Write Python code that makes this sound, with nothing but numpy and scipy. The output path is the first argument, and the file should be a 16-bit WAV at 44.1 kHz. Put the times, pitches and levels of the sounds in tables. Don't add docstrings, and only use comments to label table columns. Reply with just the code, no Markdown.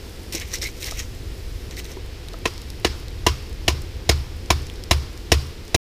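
import sys
import numpy as np
from scipy import signal
from scipy.fft import rfft, irfft, next_fast_len
from scipy.io import wavfile

SR = 44100
rng = np.random.default_rng(int(sys.argv[2]) if len(sys.argv) > 2 else 0)


def voltage_ratio(decibels):
    exponent = np.asarray(decibels, float) / 20
    return 10 ** exponent


def store_pcm(level_fs):
    pcm = np.round(np.clip(level_fs, -1, 1) * 32767).astype(np.int16)
    wavfile.write(sys.argv[1], SR, np.atleast_2d(pcm).T)


N = 262306
STOP_S = 5.7625

# start_s, peak_db, stick_head_db, grip_db, stake_ring_db
BLOWS = [
    (2.455, -7.5, 1.5, -13, 0.5),
    (2.8468, -4, 0.5, -8, 0.5),
    (3.2651, -3.5, 4, -1, -1),
    (3.6798, -4.5, -5, 0.5, -4.5),
    (4.0919, -4, -5, 3.5, -1),
    (4.5034, -4, 4, 1, -2.5),
    (4.9103, -2.5, 1.5, 1, -12),
    (5.318, -1.5, -3.5, 1.5, 0),
    (5.745, -4, -2.5, 2.5, -0.5),
]


def rms_one(x):
    return x / np.sqrt(np.mean(x ** 2) + 1e-20)


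def drift(rate_hz):
    points = rng.standard_normal(int(N / SR * rate_hz) + 3)
    return np.interp(np.arange(N) / SR * rate_hz, np.arange(len(points)), points)


def clicks(times_s, gains):
    out = np.full(N, 1e-18)
    np.add.at(out, np.round(np.asarray(times_s) * SR).astype(int), gains)
    return out


def ring(x, hz, t60_s):
    radius = voltage_ratio(-60 / (t60_s * SR))
    angle = 2 * np.pi * hz / SR
    return signal.lfilter([0, np.sin(angle)], [1, -2 * radius * np.cos(angle), radius * radius], x)


def colour(x, spectrum):
    hz, level_db = np.transpose(spectrum)
    size = next_fast_len(len(x))
    bins_hz = np.arange(size // 2 + 1) * SR / size + 1
    gain = voltage_ratio(np.interp(np.log(bins_hz), np.log(hz), level_db))
    return rms_one(irfft(rfft(x, size) * gain, size)[:len(x)])


def dying(times_s, gains, t60_s, rise_ms):
    fall = voltage_ratio(-60 / (t60_s * SR))
    rise = np.exp(-1000 / (rise_ms * SR))
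    falling = signal.lfilter([1], [1, -fall], clicks(times_s, gains))
    return signal.lfilter([1 - rise], [1, -rise], falling)


def patchy(x, depth_db, rate_hz):
    edges_hz = [20, 1000, 2000, 3500, 5500, 8000, 20000]
    size = next_fast_len(N)
    spectrum = rfft(x, size)
    bins_hz = np.arange(size // 2 + 1) * SR / size
    out = 0
    for low, high in zip(edges_hz, edges_hz[1:]):
        band = irfft(spectrum * (bins_hz >= low) * (bins_hz < high), size)[:N]
        out = out + band * voltage_ratio(depth_db * drift(rate_hz))
    return out


def forest():
    # pitch_hz, level_db_per_hz
    hiss_spectrum = [(88, -42.5), (150, -6.5), (300, -7), (334, -4), (365, -5.5), (510, -8), (570, -15.5),
                     (1260, -21), (2100, -18.5), (5300, -21), (5900, -26.5), (8900, -35), (14800, -37.5),
                     (16000, -46.5)]
    # pitch_hz, level_db_per_hz
    rumble_spectrum = [(8.8, -22), (15, 1.5), (27, 3), (49, 5.5), (86, 3), (111, -4.5), (130, -7),
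                       (200, -30.5), (260, -47), (440, -120)]
    # time_s, top_hiss_change_db
    breeze = [
        (0, 6.5),
        (1.5, 6.5),
        (1.95, 3),
        (5.76, 3.5),
    ]
    # time_s, change_db
    swell = [
        (0, -3),
        (.45, -2),
        (1.2, 1.5),
        (2.2, -1.6),
        (3.2, 1.5),
        (4.4, 1.5),
        (5.76, -4.5),
    ]
    hiss_db, rumble_db, murmur_db = -42, -32.5, 1.16
    t = np.arange(N) / SR
    hiss = colour(rng.standard_normal(N), hiss_spectrum)
    murmur = signal.sosfiltfilt(signal.butter(2, 560, fs=SR, output="sos"), hiss)
    top = signal.sosfiltfilt(signal.butter(2, 7000, "high", fs=SR, output="sos"), hiss)
    middle = (hiss - murmur - top) * voltage_ratio(0.21 * drift(2.2))
    murmur = murmur * voltage_ratio(murmur_db + 1.24 * drift(12))
    top = top * voltage_ratio(np.interp(t, *np.transpose(breeze)) + 0.79 * drift(13))
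    lumps_db = np.interp(t, *np.transpose(swell)) + 0.58 * drift(26)
    rumble = voltage_ratio(rumble_db + lumps_db) * colour(rng.standard_normal(N), rumble_spectrum)
    return rumble + voltage_ratio(hiss_db) * (murmur + middle + top)


def snaps(rows, cycles, click_ms, spread, click_db):
    t = np.arange(SR // 20) / SR
    out = np.zeros(N + len(t))
    crack = 7 * (t == 0)
    for (start_s, peak_db, hz), white in zip(rows, rng.standard_normal((len(rows), len(t)))):
        band_hz = [hz / spread, min(hz * spread, .4 * SR)]
        puff = signal.lfilter(*signal.butter(1, band_hz, "band", fs=SR), white + crack)
        click = voltage_ratio(click_db - 14.5 - 60000 * t / click_ms) * rms_one(puff)
        tone = voltage_ratio(-6 - 60 * t * hz / cycles) * np.sin(2 * np.pi * hz * t)
        i = int(start_s * SR)
        out[i:i + len(t)] += voltage_ratio(peak_db) * (tone + click)
    return out[:N]


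def strays():
    per_s, lowest_db, lowest_hz = 7, -40, 4000
    luck = rng.random((int(per_s * STOP_S), 3))
    rows = luck * [STOP_S, 8, 9000] + [0, lowest_db, lowest_hz]
    return snaps(rows, 19, 6, 1.6, click_db=5)


def settling_leaves():
    # start_s, peak_db, ring_hz
    ticks = [(1.7106, -23, 4100), (1.7689, -22, 4550), (1.8002, -22, 3100), (1.8445, -23, 6000),
             (1.8538, -22, 4030), (1.9173, -25, 6000), (2.2855, -20, 4000), (2.3353, -23, 4020),
             (2.5791, -22, 4700), (2.6177, -23, 5200), (2.7026, -20, 5500), (2.9994, -32, 11000),
             (3.0828, -23, 4280), (3.529, -27.5, 5330), (3.8194, -26, 8500), (4.4596, -26, 4700),
             (4.6294, -31, 4800), (4.6683, -23, 5730), (4.6992, -22, 3400), (4.7581, -29, 5170),
             (4.8381, -19.5, 5350), (5.1761, -25.5, 5700), (5.68, -26, 5600)]
    return snaps(ticks, 25, 14, 1.4, click_db=1)


def leaf_snaps():
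    # start_s, peak_db, ring_hz
    breaks = [(.324, -16, 5630), (.3502, -9.5, 5840), (.3544, -12, 5550), (.399, -16, 6100),
              (.5387, -10.5, 5960), (.5424, -17.5, 2050), (.5556, -13, 5560), (.5851, -21, 5330),
              (.62, -11.5, 5650), (.6274, -17.5, 2230), (.6408, -11.5, 5300), (.6522, -26, 2060),
              (.6874, -25, 2280), (.829, -21, 4340), (.8434, -13.5, 5550), (.8706, -25, 5380),
              (.8874, -32, 2750), (.911, -14, 5430), (.931, -28, 5430), (.9927, -17, 5200),
              (1.0013, -21, 1950)]
    return snaps(breaks, 46, 33, 1.34, click_db=-1.5)


def squeaks():
    # start_s, length_s, pitch_hz, width_hz, level_db
    slides = [
        (.622, .038, 2055, 260, -35),
        (.64, .046, 2190, 340, -32),
        (.64, .045, 3980, 500, -40),
        (.657, .023, 11300, 450, -46),
        (1.768, .032, 2020, 400, -38),
    ]
    t = np.arange(N) / SR
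    out = 0
    for start_s, length_s, hz, width_hz, level_db in slides:
        t60_s = 2.9 / width_hz
        tone = ring(ring(rng.standard_normal(N), hz, t60_s), hz, t60_s)
        slide = np.sin(np.pi * np.clip((t - start_s) / length_s, 0, 1))
        out = out + voltage_ratio(level_db) * rms_one(tone) * slide
    return out


def shuffle(full_s, swell_ms, hold_ms, level_db):
    swell_db, sag_db_per_s, release_db_per_s = 17.5, 45, 452
    t = np.arange(N) / SR - full_s
    before, after = np.minimum(t, 0), np.maximum(t, 0)
    released = np.maximum(after - hold_ms / 1000, 0)
    pressed_db = level_db + swell_db * 1000 * before / swell_ms
    return pressed_db - sag_db_per_s * after - release_db_per_s * released


def rustle():
    # full_s, swell_ms, hold_ms, level_db
    shuffles = [(0.326, 3.8, 91, -26), (.45, 28, 68, -40), (.54, 42, 8.6, -26.5), (0.618, 7.7, 53, -28),
                (.71, 12, 90, -54), (.828, 74, 11, -32), (.855, 6, 84, -32), (0.995, 54, 20, -29.5),
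                (1.712, 9, 54, -40.5), (1.77, 14, 24, -31.5), (1.846, 8, 12, -41), (1.918, 110, 2.7, -38.5)]
    # pitch_hz, level_db_per_hz
    leaf_spectrum = [(180, -46), (300, -6), (502, -4), (762, -13), (1430, -15.5), (2030, -1.5), (3460, -8),
                     (3890, -1.5), (4910, -8.5), (5520, 0), (10400, -16.5), (14700, -11), (16000, -26)]
    level = voltage_ratio(np.max([shuffle(*row) for row in shuffles], axis=0))
    sizes = voltage_ratio(3 * np.minimum(rng.exponential(1, N), 3.5)) * rng.choice([-1, 1], N)
    breaks_per_s = 2500 * voltage_ratio(6 * drift(60))
    breaks = sizes * (rng.random(N) < breaks_per_s / SR) + 1e-18
    pitches_hz = np.geomspace(1500, 15000, num=14)
    dealt = rng.integers(0, 14, size=N)
    grains = sum(ring(breaks * (dealt == k), hz, 3.9 / hz) * hz for k, hz in enumerate(pitches_hz))
    brush = .5 * rng.standard_normal(N) + .5 * rms_one(breaks)
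    leaves = colour(rms_one(grains) + brush, leaf_spectrum)
    return voltage_ratio(-2) * level * patchy(leaves, 2.6, 45.14)


def wood_taps():
    # start_s, peak_db, ring_hz
    taps = [
        (.347, -16.5, 327),
        (.921, -25.5, 660),
        (.923, -23, 1270),
        (1.969, -20.5, 373),
        (1.972, -27, 970),
        (2.338, -25.5, 660),
        (2.342, -25, 1280),
    ]
    return snaps(taps, 30, 25, 1.4, click_db=-4)


def ground():
    wave_hz, lag_ms, rise_ms, shake_db = 72.1, 3.26, 24, -19
    t = np.arange(int(.45 * SR)) / SR
    late = t * 1000 / rise_ms
    push = voltage_ratio(-60 * t / 0.15) * np.sin(2 * np.pi * 1.27 * wave_hz * t)
    wave = voltage_ratio(-1) * (late * np.exp(1 - late)) ** 0.8 * np.sin(2 * np.pi * wave_hz * t)
    hum_swell = (t / 0.092 * np.exp(1 - t / 0.063)) ** 2.58
    hum_beat = 1 + 0.43 * np.cos(2 * np.pi * 17 * t)
    hum = voltage_ratio(-8) * hum_swell * np.sin(2 * np.pi * 128 * t) * hum_beat
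    start_s, peak_db, _, grip_db, _ = np.transpose(BLOWS)
    blow_db = peak_db + grip_db + shake_db
    thud = ring(clicks(start_s + 0.00046, voltage_ratio(blow_db + 15.5)), 120, 0.012)
    shakes = clicks(start_s + lag_ms / 1000, voltage_ratio(blow_db + 7))
    return signal.fftconvolve(shakes, push + wave + hum)[:N] - thud


def trunks():
    # pitch_hz, level_db_per_hz
    scatter_spectrum = [(290, -33), (500, -9), (1100, 2.5), (1670, -4), (4200, -1), (5400, 1), (6100, -8),
                        (9000, -14.5), (15300, -20.5), (16000, -42)]
    start_s, peak_db = np.transpose(BLOWS)[:2]
    near = dying(start_s + 0.017, voltage_ratio(peak_db - 23), 0.13, 1.2) * voltage_ratio(2.3 * drift(55))
    far = dying(start_s + 0.039, voltage_ratio(peak_db - 34), 0.51, 30)
    return (near + far) * patchy(colour(rng.standard_normal(N), scatter_spectrum), 1.4, 30)


def echoes(x):
    delay_ms, level_db = 22, -19.5
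    lag = int(delay_ms * SR / 1000)
    return voltage_ratio(level_db) * signal.lfilter(*signal.butter(1, 3000, fs=SR), np.pad(x, (lag, 0))[:N])


def splinters(start_s, peak_db, treble_db):
    # pitch_hz, level_db_per_hz
    fibre_spectrum = [(820, -40.5), (1400, -6.5), (2280, 0.5), (3400, -3), (6940, -7.5), (7600, -20),
                      (9510, -12), (10400, -20.5), (14700, -20.5), (16000, -30.5)]
    fibres = colour(rng.standard_normal(N), fibre_spectrum)
    dull = signal.sosfiltfilt(signal.butter(2, 3500, fs=SR, output="sos"), fibres)
    dull_burst = dying(start_s, voltage_ratio(peak_db - 6.5), 0.055, 0.77) * dull
    bright_burst = dying(start_s, voltage_ratio(peak_db + treble_db - 7.5), 0.056, 0.51) * (fibres - dull)
    return dull_burst + bright_burst


def knock():
    # delay_ms, level_db
    contacts = [
        (0, -9),
        (1.2, -6),
        (2.7, -5),
        (4.3, -4.5),
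        (5.0, -5),
        (8.5, -13.5),
        (10.5, -12),
    ]
    # pitch_hz, level_db, t60_s
    wood = [(250.4, -31, 0.0043), (359.7, -13, 0.07), (440, -7, 0.097), (700, -8.5, 0.012),
            (776, -33, 0.0063), (1014, -5.5, 0.073), (1076, -34.5, 0.09), (1915, -18, 0.11),
            (2232, -15.5, 0.07), (2817, -4, 0.0067), (3200, -39.5, 0.0076), (3900, -14, 0.025),
            (5170, -16.5, 0.035), (5490, -14.5, 0.05), (6984, -19.5, 0.09), (8100, -30, 0.027),
            (9500, -33.5, .03)]
    longest_s, loss_power = .046, .36
    body_db, blow_spread_db, bounce_spread_db = 2.5, .5, 1.1
    start_s, peak_db, head_db, grip_db, stake_db = np.transpose(BLOWS)
    shaft_db = 5.5 + 0.22 * grip_db
    treble_db = 1.56 + 0.47 * grip_db
    delay_ms, bounce_db = np.transpose(contacts)
    luck = rng.standard_normal((len(start_s), len(wood) + 1, len(delay_ms) + 1))
    contact_s = (start_s[:, None] + (delay_ms - .1 + 0.065 * luck[:, -1, 1:]) / 1000).ravel()
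    modes = 0
    for k, (hz, level_db, t60_s) in enumerate(wood):
        if hz < 400:
            tilt_db = body_db
        elif hz < 550:
            tilt_db = body_db + stake_db
        elif hz < 900:
            tilt_db = shaft_db
        elif hz < 1500:
            tilt_db = head_db
        elif hz > 3500:
            tilt_db = treble_db
        else:
            tilt_db = 0
        octaves = np.log2(hz / 400)
        blow_db = peak_db + tilt_db + blow_spread_db * octaves * luck[:, k, 0]
        contact_db = bounce_db + level_db + bounce_spread_db * octaves * luck[:, k, 1:]
        strength = voltage_ratio(blow_db[:, None] + contact_db)
        damped_s = min(t60_s, longest_s * (500 / hz) ** loss_power)
        modes = modes - ring(clicks(contact_s, strength.ravel()), hz, damped_s)
    modes = signal.sosfilt(signal.butter(2, 200, "high", fs=SR, output="sos"), modes)
    return modes + splinters(start_s, peak_db, treble_db)


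def scene():
    leaves = strays() + settling_leaves() + leaf_snaps() + squeaks() + rustle()
    blows = knock()
    answers = ground() + trunks() + echoes(blows)
    return (forest() + leaves + wood_taps() + answers + blows)[None]


def low_pass(x):
    return signal.sosfilt(signal.butter(12, 16530, fs=SR, output="sos"), x)


def record(dry):
    limit, mic_top_hz = 1.15, 15300
    rounded = limit * np.tanh(dry / limit)
    x = signal.sosfilt(signal.ellip(10, .5, 32, mic_top_hz, fs=SR, output="sos"), rounded)
    mix = x * (np.arange(N) < STOP_S * SR)
    return low_pass(mix)


dry = scene()
out = record(dry)
store_pcm(out)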